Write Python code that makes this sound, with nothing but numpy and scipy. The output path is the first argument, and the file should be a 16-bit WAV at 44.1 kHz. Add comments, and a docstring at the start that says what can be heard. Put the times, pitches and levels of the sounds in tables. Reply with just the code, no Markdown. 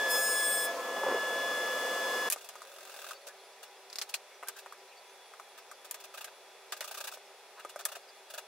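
"""A thickness planer whines over its roar of air and at once bites into a board, the knives adding a shrill,
stuttering ladder of partials. The board leaves, a few dull thuds sound like footsteps, and the planer's sound
breaks off abruptly. Quick bench work follows in a quiet shop, with faint chirps: a wooden frame clicks and
knocks on the table as a tacky glue roller makes one long pass, crackling with snapping threads. The roller
ticks over five ribs of its plastic tray, clacks, and goes on over the frame in short strokes."""
import sys
import numpy as np
from scipy import signal
from scipy.fft import rfft, irfft, next_fast_len
from scipy.io import wavfile
from scipy.ndimage import uniform_filter1d, map_coordinates

SR = 44100
rng = np.random.default_rng(int(sys.argv[2]) if len(sys.argv) > 2 else 0)


def waveform_to_disk(signal):
    """Save audio, clipped to [-1, 1], as 16-bit WAV at the path in sys.argv[1]."""
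    frames = np.transpose(np.atleast_2d(signal))
    scaled = np.clip(frames, -1, 1) * 32767
    samples = np.round(scaled).astype(np.int16)
    wavfile.write(sys.argv[1], SR, samples)


N = 373527
TIME = np.arange(N) / SR
AGE = TIME[:SR // 5]   # seconds since a contact

# room tone of the shop: (frequency [Hz], relative density [dB])
SHOP_SPECTRUM = [(30, -62), (100, -42.5), (200, -27.5), (320, -23), (385, -6), (750, -4.5), (1100, -12),
                 (2650, -12), (3100, -18.5), (3500, -15), (7500, -23.5), (10200, -25.5), (16000, -33.5)]
# broad resonances of the shop: (frequency [Hz], width [Hz], boost [dB])
SHOP_RESONANCES = [(1250, 150, 3), (5620, 260, 3.5)]
# faint ventilation tones: (pitch [Hz], level [dB])
VENT_TONES = [(387.6, -68), (818, -71), (983, -70), (3330, -74), (3430, -69.5), (9981, -76)]
# stereo width at the bench: (frequency [Hz], side minus mid [dB])
BENCH_WIDTH = [(60, -5), (130, -12), (290, -27), (640, -23), (1410, -16.5), (3100, -4.5), (6820, 0.5),
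               (15000, 1)]
# faint, short gliding chirps: (time [s], level [dB], pitch [Hz])
FAINT_CHIRPS = [(3.14, -61, 4550), (3.28, -59.5, 1710), (4.305, -63, 2210), (4.462, -51.5, 1560),
                (4.55, -56, 1600), (4.904, -63, 2640), (4.96, -64, 4550), (7.565, -56, 1275),
                (8.07, -62, 4950)]
# hollow rubbing of the wood: (time [s], level [dB])
RUB_LEVEL = [(2.55, -85), (2.63, -60), (2.9, -64), (3.15, -60), (3.28, -54), (3.33, -80)]
# modes of the frame on the table: (frequency [Hz], width [Hz], gain [dB])
FRAME_MODES = [(607, 80, 0.5), (860, 190, -5.5), (1235, 71, 2), (1594, 140, -0.5), (2567, 98, -7),
               (2800, 54, -2.5), (3560, 93, -12), (3890, 60, -6)]
# hard clicks of tool and frame: (time [s], level [dB], hardness [dB])
FRAME_CLICKS = [(2.301, -30, 10.5), (2.312, -34.5, 2), (2.3235, -27, 6.5), (2.33, -38, 11),
                (2.489, -40.5, 2), (4.474, -46, 3), (4.485, -33, 6), (5.911, -35.5, 8.5), (5.943, -39, 0.5),
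                (6.244, -36, 0.5), (6.722, -31.5, -2.5), (6.8073, -31.5, -2.5), (7.853, -27.5, 7)]
# soft knocks of wood on the table: (time [s], level [dB], ring [Hz], relative snap [dB])
TABLE_KNOCKS = [(2.361, -34.5, 694, -12), (2.555, -38, 970, -11), (2.619, -37.5, 1160, -10),
                (3.108, -39, 1210, -11), (3.272, -43, 550, -9), (3.286, -44.5, 1500, -4),
                (4.4276, -35, 826, -18), (4.433, -35, 1000, -21), (4.661, -36.5, 980, -17),
                (4.724, -37, 1200, -13), (5.337, -41, 1180, -16), (5.398, -36.5, 1100, -13.5),
                (5.714, -37.5, 1140, -8), (6.827, -40, 1900, -13), (7.124, -38.5, 1160, -12),
                (7.173, -41, 730, -14), (7.649, -31, 646, -16), (7.76, -31, 680, -14.5),
                (7.81, -40, 1180, -7), (7.856, -31.5, 1510, -17), (7.967, -38, 720, -14)]
# modes of the plastic tray: (frequency [Hz], width [Hz], gain [dB])
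TRAY_MODES = [(1240, 1600, -2), (3120, 1900, -3), (4160, 500, 5.5), (7160, 7500, -4), (12800, 19000, -19)]
# the tick on the tray's fifth rib, then clacks: (time [s], level [dB], ring [Hz])
TRAY_CLACKS = [(4.0142, -24, 4800), (4.019, -26.5, 3400), (4.139, -31, 4200), (4.1412, -18.5, 2550)]
# peeling glue: (frequency [Hz], relative density [dB])
CRACKLE_SPECTRUM = [(1300, -40), (2200, -9), (2750, -2.5), (3200, -3.5), (4300, -2), (8500, -5),
                    (14800, -8), (16000, -5.5)]
# travel of the roller in its long pass: (time [s], travel [turns])
PASS_TRAVEL = [(2.538, 0), (2.963, 19), (3.043, 22), (3.132, 26)]
# short strokes and one-turn dabs: (first turn [s], last turn [s], level [dB], relative crackle [dB])
ROLLER_STROKES = [(2.377, 2.443, -49, -4.5), (3.268, 3.268, -46.5, -0.5), (3.629, 3.629, -42, -7),
                  (4.091, 4.091, -48, 3), (4.564, 4.587, -48, -2.5), (5.577, 5.578, -44, -10),
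                  (5.846, 5.846, -45.5, -4), (6.001, 6.039, -47, -3.5), (6.14, 6.209, -38.5, -8.5),
                  (6.273, 6.273, -41.5, -21), (6.766, 6.766, -47.5, -1), (6.841, 6.911, -38, -6.5),
                  (6.943, 7.004, -37.5, -6), (7.041, 7.072, -35.5, -5.5), (7.116, 7.137, -43, -5.5),
                  (7.595, 7.595, -40.5, -15), (7.692, 7.693, -44.5, -5.5), (7.791, 7.792, -37.5, -8.5),
                  (7.884, 7.952, -39, -9.5), (8.301, 8.301, -40.5, -7), (8.338, 8.378, -36, -8.5)]
# dull, low thuds, like footsteps or handling bumps: (time [s], level [dB], ring [Hz])
DULL_THUDS = [(0.966, -34.5, 533), (1.034, -30.5, 874), (1.063, -31, 560), (1.084, -33.5, 520),
              (1.113, -30, 530), (1.143, -33, 476)]
# resonances of the planer's hood: (frequency [Hz], width [Hz], gain [dB])
HOOD_MODES = [(509.5, 88, 8), (681, 24, 11.5), (1045, 99, 7), (1203, 32, 7.5)]
# stereo width of the planer's air: (frequency [Hz], side minus mid [dB])
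PLANER_WIDTH = [(60, -13), (130, -42), (290, -21), (640, -20), (1410, -10), (3100, -2.5), (6820, -1.5),
                (15000, -12)]
# air dragged round by the cutter block: (time [s], roar level [dB], hiss level [dB])
AIR_LEVELS = [(0.02, -37.5, -52), (0.4, -40, -52.5), (0.83, -39.5, -57.5), (1.32, -37.5, -54.5),
              (2.13, -37, -52), (2.27, -36, -52.5)]
# low roar of that air: (frequency [Hz], relative density [dB])
ROAR_SPECTRUM = [(30, -69), (85, -50), (150, -28), (230, -15), (340, -11), (440, -7.5), (510, -2.5),
                 (740, -7), (1100, -8.5), (1400, -13), (2600, -18.5), (3100, -23), (4500, -42)]
# its bright hiss: (frequency [Hz], relative density [dB])
HISS_SPECTRUM = [(1180, -33), (2000, -6), (2910, -9), (3550, -9.5), (5210, -7), (13600, -16), (16000, -17)]
# steady tones of drive and extractor: (pitch [Hz], level [dB])
DRIVE_TONES = [(511.4, -61), (1316, -50.5), (2837, -60.5), (2908, -53.5), (13480, -68), (13610, -68)]
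# whine of the cutter block: (time [s], pitch [Hz])
WHINE_PITCH = [(0, 1709.3), (0.2, 1708.1), (0.65, 1708.0), (1.15, 1710.2), (2.3, 1710.5)]
# swell and dip of the whine: (time [s], level [dB])
WHINE_LEVEL = [(0.02, -33.5), (0.43, -35), (0.7, -38), (0.775, -57), (0.835, -44), (0.92, -43), (1.17, -38),
               (1.64, -37.5), (1.8, -39), (2.27, -37.5)]
# partials of the cut: (multiple of half the whine pitch, level [dB])
CUT_PARTIALS = [(3, -55), (8, -46), (9, -53.5), (10, -37), (11, -52), (12, -46), (13, -51.5), (14, -43),
                (15, -54.5), (18, -42.5)]
# stutters in the shriek of the cut: (time [s])
SHRIEK_BREAKS = [.205, .346, .42, .487, .508, .562, .643]

ENTER_S, LEAVE_S, STOP_S = 0.11, 0.655, 2.289   # board enters, board leaves, the planer's sound breaks off


def from_db(db):
    """Decibels to gain."""
    return 10 ** (np.asarray(db) / 20)


def rms_one(x):
    """Scale to unit rms."""
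    return x / np.sqrt(np.mean(x ** 2) + 1e-20)


def peak_one(x):
    """Scale so that the loudest few milliseconds have unit rms."""
    return x / np.sqrt(uniform_filter1d(np.mean(x ** 2, axis=0), size=200).max() + 1e-20)


def in_time(rows):
    """The columns of an automation curve at every sample."""
    s, *columns = np.transpose(rows)
    return [np.interp(TIME, s, c) for c in columns]


def bump(s, width_s):
    """A bell of height 1 round time s."""
    return np.exp(-((TIME - s) / width_s) ** 2)


def pan(db):
    """Gains of the two ears; positive is left."""
    return from_db(db / 2 * np.array([[1], [-1]]))


def drift(rate):
    """Random modulation of spread 1, changing about rate times a second."""
    knots = rng.standard_normal(4096)
    return map_coordinates(knots, [TIME * rate], order=1, mode="wrap") * np.sqrt(3 / 2)


def colour(x, spectrum, peaks=()):
    """EQ a sound with a smooth curve over log frequency, plus resonance peaks."""
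    size = next_fast_len(x.shape[-1])
    hz = np.arange(size // 2 + 1) * SR / size
    curve_hz, curve_db = np.transpose(spectrum)
    db = np.interp(np.log(np.maximum(hz, 1)), np.log(curve_hz), curve_db)
    db += sum(boost / (1 + (2 * (hz - centre) / width) ** 2) for centre, width, boost in peaks)
    return irfft(rfft(x, size) * from_db(db), size)[..., :x.shape[-1]]


def diffuse(width):
    """Stereo noise: a white mid plus a side coloured by the width curve."""
    mid, side = rng.standard_normal((2, N))
    return mid + colour(side, width) * np.array([[1], [-1]])


def band(x, low_hz, high_hz):
    """Gentle band-pass."""
    return signal.sosfilt(signal.butter(2, [low_hz, high_hz], "band", fs=SR, output="sos"), x)


def resonate(x, modes):
    """Parallel resonances with alternating signs."""
    out = 0
    for k, (hz, width, db) in enumerate(modes):
        out = out + (-1) ** k * from_db(db) * signal.lfilter(*signal.iirpeak(hz, hz / width, fs=SR), x)
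    return out


def add(track, s, sound):
    """Mix a short sound in at time s."""
    i = int(s * SR)
    track[:, i:i + sound.shape[1]] += sound[:, :N - i]


def tone(cycles, rough, rate, wander_db, apart=0.24):
    """A stereo tone: turbulence frays it, standing waves swell it and shift it between the ears."""
    angle = 2 * np.pi * cycles + apart * np.sqrt(2) * np.tanh(drift(2.5)) * np.array([[1], [-1]])
    frayed = np.sin(angle) * (1 + rough * drift(rate)) + np.cos(angle) * rough * drift(rate)
    return np.sqrt(2 / (1 + 2 * rough ** 2)) * frayed * from_db(wander_db * drift(10))


def contact(scatter, s, t60, direct):
    """A blow: one direct click, then dense reflections that die away."""
    blow = np.roll(scatter, -int(s * SR), axis=1)[:, :len(AGE)] * from_db(-60 * AGE / t60)
    blow[:, 0] += direct
    return blow


def frame_at_spot(spread_db=2.5):
    """The modes of the frame, each as strong as the touched spot makes it."""
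    return [(hz, width, db + spread_db * rng.standard_normal()) for hz, width, db in FRAME_MODES]


def shop(air_db=-55.5):
    """The bed: soft room tone with faint, wavering ventilation tones."""
    air = from_db(air_db) * rms_one(colour(diffuse(BENCH_WIDTH), SHOP_SPECTRUM, SHOP_RESONANCES))
    vent = sum(from_db(db - 1) * tone(hz * TIME, rough=0.5, rate=22, wander_db=1.14)
               for hz, db in VENT_TONES)
    return air + vent


def chirps(count=50, faint_db=-69.5, centre_hz=4600, spread_octaves=.22, length_s=0.046):
    """Faint, short chirps, frayed and gliding: a few placed ones, and fainter high ones at random."""
    out, fray = np.zeros((2, N)), 1.1 * drift(600)
    strays = [(rng.uniform(STOP_S, TIME[-1]), faint_db,
               centre_hz * 2 ** (spread_octaves * rng.standard_normal())) for _ in range(count)]
    along = np.clip(AGE / length_s, 0, 1)
    for s, db, start_hz in FAINT_CHIRPS + strays:
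        hz = start_hz * (1 + rng.uniform(-.04, .0192) * along)
        wave = np.sin(2 * np.pi * np.cumsum(hz) / SR + np.roll(fray, int(s * SR))[:len(AGE)])
        add(out, s, (2 * from_db(db) * np.sin(np.pi * along) * wave)[None])
    return out


def spatter(per_s=11, spread_db=4):
    """Lone glue threads snap with tiny bright ticks."""
    snaps = (rng.random(N) < per_s / SR) & (TIME > STOP_S)
    sizes = from_db(-45 + spread_db * np.clip(rng.standard_normal((2, N)), -2, 2))
    return band(snaps * sizes, 4500, 14000)


def rubbing(hum_hz=555, width_hz=47):
    """The wood hums hollowly while the roller is dragged along it."""
    level_db, = in_time(RUB_LEVEL)
    mode = [(hum_hz, width_hz, 0)]
    hum = rms_one(resonate(resonate(rng.standard_normal(N), mode), mode))
    return from_db(level_db) * (TIME > STOP_S) * hum


def clicks(scatter):
    """Hard contacts ring the frame under a snap and a crack; the harder, the shorter and brighter."""
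    out = np.zeros((2, N))
    for s, db, hard_db in FRAME_CLICKS:
        t60 = 0.071 * from_db(-0.26 * hard_db)
        body = resonate(contact(scatter, s, t60 * 1.1, direct=2.4), FRAME_MODES)
        snap = band(contact(scatter, s, t60, direct=4.1 * from_db(.6 * hard_db)), 1650, 8070)
        crack = band(contact(scatter, s, t60 * 0.81, direct=5.3 * from_db(0.78 * hard_db)), 5480, 13400)
        add(out, s, from_db(db - hard_db - 9) * peak_one(body) + from_db(db - 3) * peak_one(snap))
        add(out, s, from_db(db + hard_db - 4) * peak_one(crack) * pan(db=1.5))
    return out


def knocks(scatter):
    """Dry taps on the table: the struck spot sets the pitch of a tock; the frame's low modes answer."""
    out = np.zeros((2, N))
    for s, db, ring_hz, snap_db in TABLE_KNOCKS:
        blow = contact(scatter, s, t60=0.059, direct=7.6)
        body = peak_one(band(resonate(blow, frame_at_spot()[:4]) + 0.47 * blow, .7 * ring_hz, 2170))
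        ring = resonate(contact(scatter, s, t60=0.045, direct=36), [(ring_hz, 220, 0)])
        tock = peak_one(band(ring, ring_hz / 2, 3100))
        snap = peak_one(band(blow, 1800, 10800))
        add(out, s, from_db(db - 10) * body + from_db(db - 7.5) * tock + from_db(db + snap_db) * snap)
    return out


def tray(scatter, first_s=3.9, gap_s=.0284, rise_db=5.5, rib_hz=4770, spot_q=4.7):
    """Five quick ticks on the tray's ribs, then clacks; the tray rattles and the struck spot rings."""
    out = np.zeros((2, N))
    first_ribs = [(first_s + k * gap_s, -38.5 + k * rise_db, rib_hz) for k in range(4)]
    for s, db, ring_hz in first_ribs + TRAY_CLACKS:
        blow = band(contact(scatter, s, t60=0.066, direct=1.2), 500, 18000)
        shell = peak_one(resonate(blow, TRAY_MODES))
        spot = [(ring_hz, ring_hz / spot_q, 0)]
        ring = peak_one(resonate(resonate(contact(scatter, s, t60=0.032, direct=11), spot), spot))
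        add(out, s, from_db(db - 12) * shell + from_db(db - 9.5) * ring)
    return out


def long_pass(end_s=3.12, rise_db_per_s=25, fall_db_per_s=600, slap_depth_db=16):
    """Body and crackle envelopes of the long pass: the sleeve slaps once a turn, harder and harder."""
    t = TIME - end_s
    db = -47.5 + np.minimum(rise_db_per_s * t, -fall_db_per_s * t)
    turns, = in_time(PASS_TRAVEL)
    slap_db = slap_depth_db * (.5 - turns % 1) * (turns > 0)
    return from_db([db - 3 + slap_db, db + 0.7 * slap_db]) * (TIME > STOP_S)


def roller(scatter, turn_s=.035, attack_s=0.0076, grain_db=2.2, grains_per_s=2200):
    """Glue threads snap in dense grains, one rasp a turn; the frame answers differently at each spot."""
    grains = scatter * from_db(grain_db * drift(grains_per_s))
    swell = (AGE / attack_s * np.exp(1 - AGE / attack_s))[None] ** 1.25
    body_gain, crackle_gain = long_pass()
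    body = body_gain * rms_one(resonate(grains, FRAME_MODES))
    for first_s, last_s, db, crackle_db in ROLLER_STROKES:
        turn_count = round((last_s - first_s) / turn_s) + 1
        for k, s in enumerate(np.linspace(first_s, last_s, turn_count)):
            turn_db = db - (k == 0) + .7 * rng.standard_normal()   # a stroke starts 1 dB lighter
            here = grains.take(int(s * SR) + np.arange(len(AGE)), axis=1, mode="wrap")
            add(body, s - .002, from_db(turn_db - 7) * swell * rms_one(resonate(here, frame_at_spot())))
            add(crackle_gain[None], s - .002, from_db(turn_db + crackle_db + 3.5) * swell)
    top_ring = resonate(grains, FRAME_MODES[4:])
    return body + crackle_gain * rms_one(colour(grains, CRACKLE_SPECTRUM) + top_ring)


def thuds(scatter):
    """A few dull, low thuds, like footsteps or handling bumps, each a boom with its own woody pitch."""
    out = np.zeros((2, N))
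    for s, db, ring_hz in DULL_THUDS:
        blow = band(contact(scatter, s, t60=0.17, direct=3), 160, 3000)
        boom = peak_one(band(3 * blow + resonate(blow, HOOD_MODES), 280, 1080))
        ring = peak_one(resonate(contact(scatter, s, t60=0.068, direct=23), [(ring_hz, 45, 0)]))
        add(out, s, from_db(db - 3) * boom + from_db(db - 1.5) * band(ring, 310, 1400))
    return out


def drive():
    """Drive and extractor hold steady tones; the high ones open up after the cut."""
    opening = np.interp(TIME, [.8, 1.1], [.3, 1])
    return sum(from_db(db) * (opening if hz > 2000 else 1)
               * tone(hz * TIME, rough=0.2, rate=35, wander_db=1.5) for hz, db in DRIVE_TONES)


def air_rush(surge_db):
    """Air dragged round by the block roars in the hood, with a hiss on top."""
    roar_db, hiss_db = in_time(AIR_LEVELS)
    roar = rms_one(colour(diffuse(PLANER_WIDTH), ROAR_SPECTRUM, HOOD_MODES))
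    hiss = rms_one(colour(diffuse(PLANER_WIDTH), HISS_SPECTRUM))
    return from_db(roar_db + .5 + .84 * surge_db) * roar + from_db(hiss_db + 9.5 + .5 * surge_db) * hiss


def bite(attack_db_per_s=550, ease_db_per_s=4, release_db_per_s=750):
    """Envelope of the cut in dB: it builds as the board enters, eases along it and dies as it leaves."""
    before, after = np.maximum(ENTER_S - TIME, 0), np.maximum(TIME - LEAVE_S, 0)
    return -1 - attack_db_per_s * before - ease_db_per_s * (TIME - ENTER_S) - release_db_per_s * after


def chips(cycles, knife_count=4):
    """Unequal knives leave a fine ladder of high partials; torn chips rasp once a turn of the block."""
    angle = 2 * np.pi * cycles / knife_count
    ladder = sum(np.sin(k * angle + rng.uniform(0, 2 * np.pi)) * rng.rayleigh() for k in range(22, 37))
    rasp = rms_one(band(rng.standard_normal((2, N)), 4000, 12500) * (1 + np.cos(angle)))
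    return from_db(-62.5) * ladder + from_db(-50) * rasp


def cut(cycles, bite_db, surge_db, fade_db_per_s=5):
    """Unequal knives strike the wood: partials on and between the whine's, and a stuttering shriek."""
    ladder = sum(from_db(db) * tone(k * cycles / 2, rough=0.13, rate=130, wander_db=2.5)
                 for k, db in CUT_PARTIALS)
    flare_db = 10 * (bump(ENTER_S, .018) + bump(LEAVE_S, .018))   # the board's ends tear harder
    tearing = from_db(flare_db) * chips(cycles)
    stutter_db = 19 * sum(bump(s, width_s=0.009) for s in SHRIEK_BREAKS)
    shriek_db = -39 + surge_db - fade_db_per_s * (TIME - ENTER_S) - stutter_db
    shriek = from_db(shriek_db) * tone(3 * cycles, rough=.12, rate=120, wander_db=.6)
    return from_db(bite_db) * (ladder + tearing + shriek)


def whine(cycles, bite_db, surge_db):
    """The block sings like a siren in three partials; the octave gains edge in the wood."""
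    level_db = in_time(WHINE_LEVEL)[0] + 1.5
    dip_db = 14 * bump(0.28, width_s=0.06)   # the octave sinks briefly
    sharpen_db = 2 * np.maximum(TIME - 1, 0)   # and grows towards the end
    octave_db = level_db - 11.5 + 3.5 * from_db(bite_db) + surge_db - dip_db + sharpen_db
    root = from_db(level_db) * tone(cycles, rough=0.032, rate=150, wander_db=-0.3, apart=0.25)
    octave = from_db(octave_db) * tone(2 * cycles, rough=0.17, rate=150, wander_db=1)
    twelfth = from_db(level_db - 21) * tone(3 * cycles, rough=0.2, rate=160, wander_db=1.5)
    return root + pan(db=3.5) * octave + twelfth


def planer():
    """Whine and cut, locked to the spinning block, ride on drive and air until all break off."""
    pitch_hz, = in_time(WHINE_PITCH)
    cycles = np.cumsum(pitch_hz) / SR
    bite_db = bite()
    surge_db = 4.5 * bump(0.158, width_s=0.024)   # a swell as the front edge is drawn in
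    knives = whine(cycles, bite_db, surge_db) + pan(db=2.5) * cut(cycles, bite_db, surge_db)
    gate = np.clip((STOP_S - TIME) / .004 + .5, 0, 1)
    return gate * (knives + drive() + air_rush(surge_db))


def scene():
    """Planer, then bench work, both a touch left over the room tone; the light frame gives no bass."""
    scatter = diffuse(BENCH_WIDTH)
    contacts = clicks(scatter) + knocks(scatter) + tray(scatter)
    bench = contacts + roller(scatter) + rubbing() + chirps() + spatter()
    bench = signal.sosfilt(signal.butter(2, 240, "high", fs=SR, output="sos"), bench)
    return (planer() + thuds(scatter) + bench) * pan(db=0.5) + shop()


def record(dry):
    """A steep low-pass takes off the very top."""
    return signal.sosfilt(signal.ellip(12, .1, 80, 15750, fs=SR, output="sos"), dry)


dry = scene()
out = record(dry)
waveform_to_disk(out)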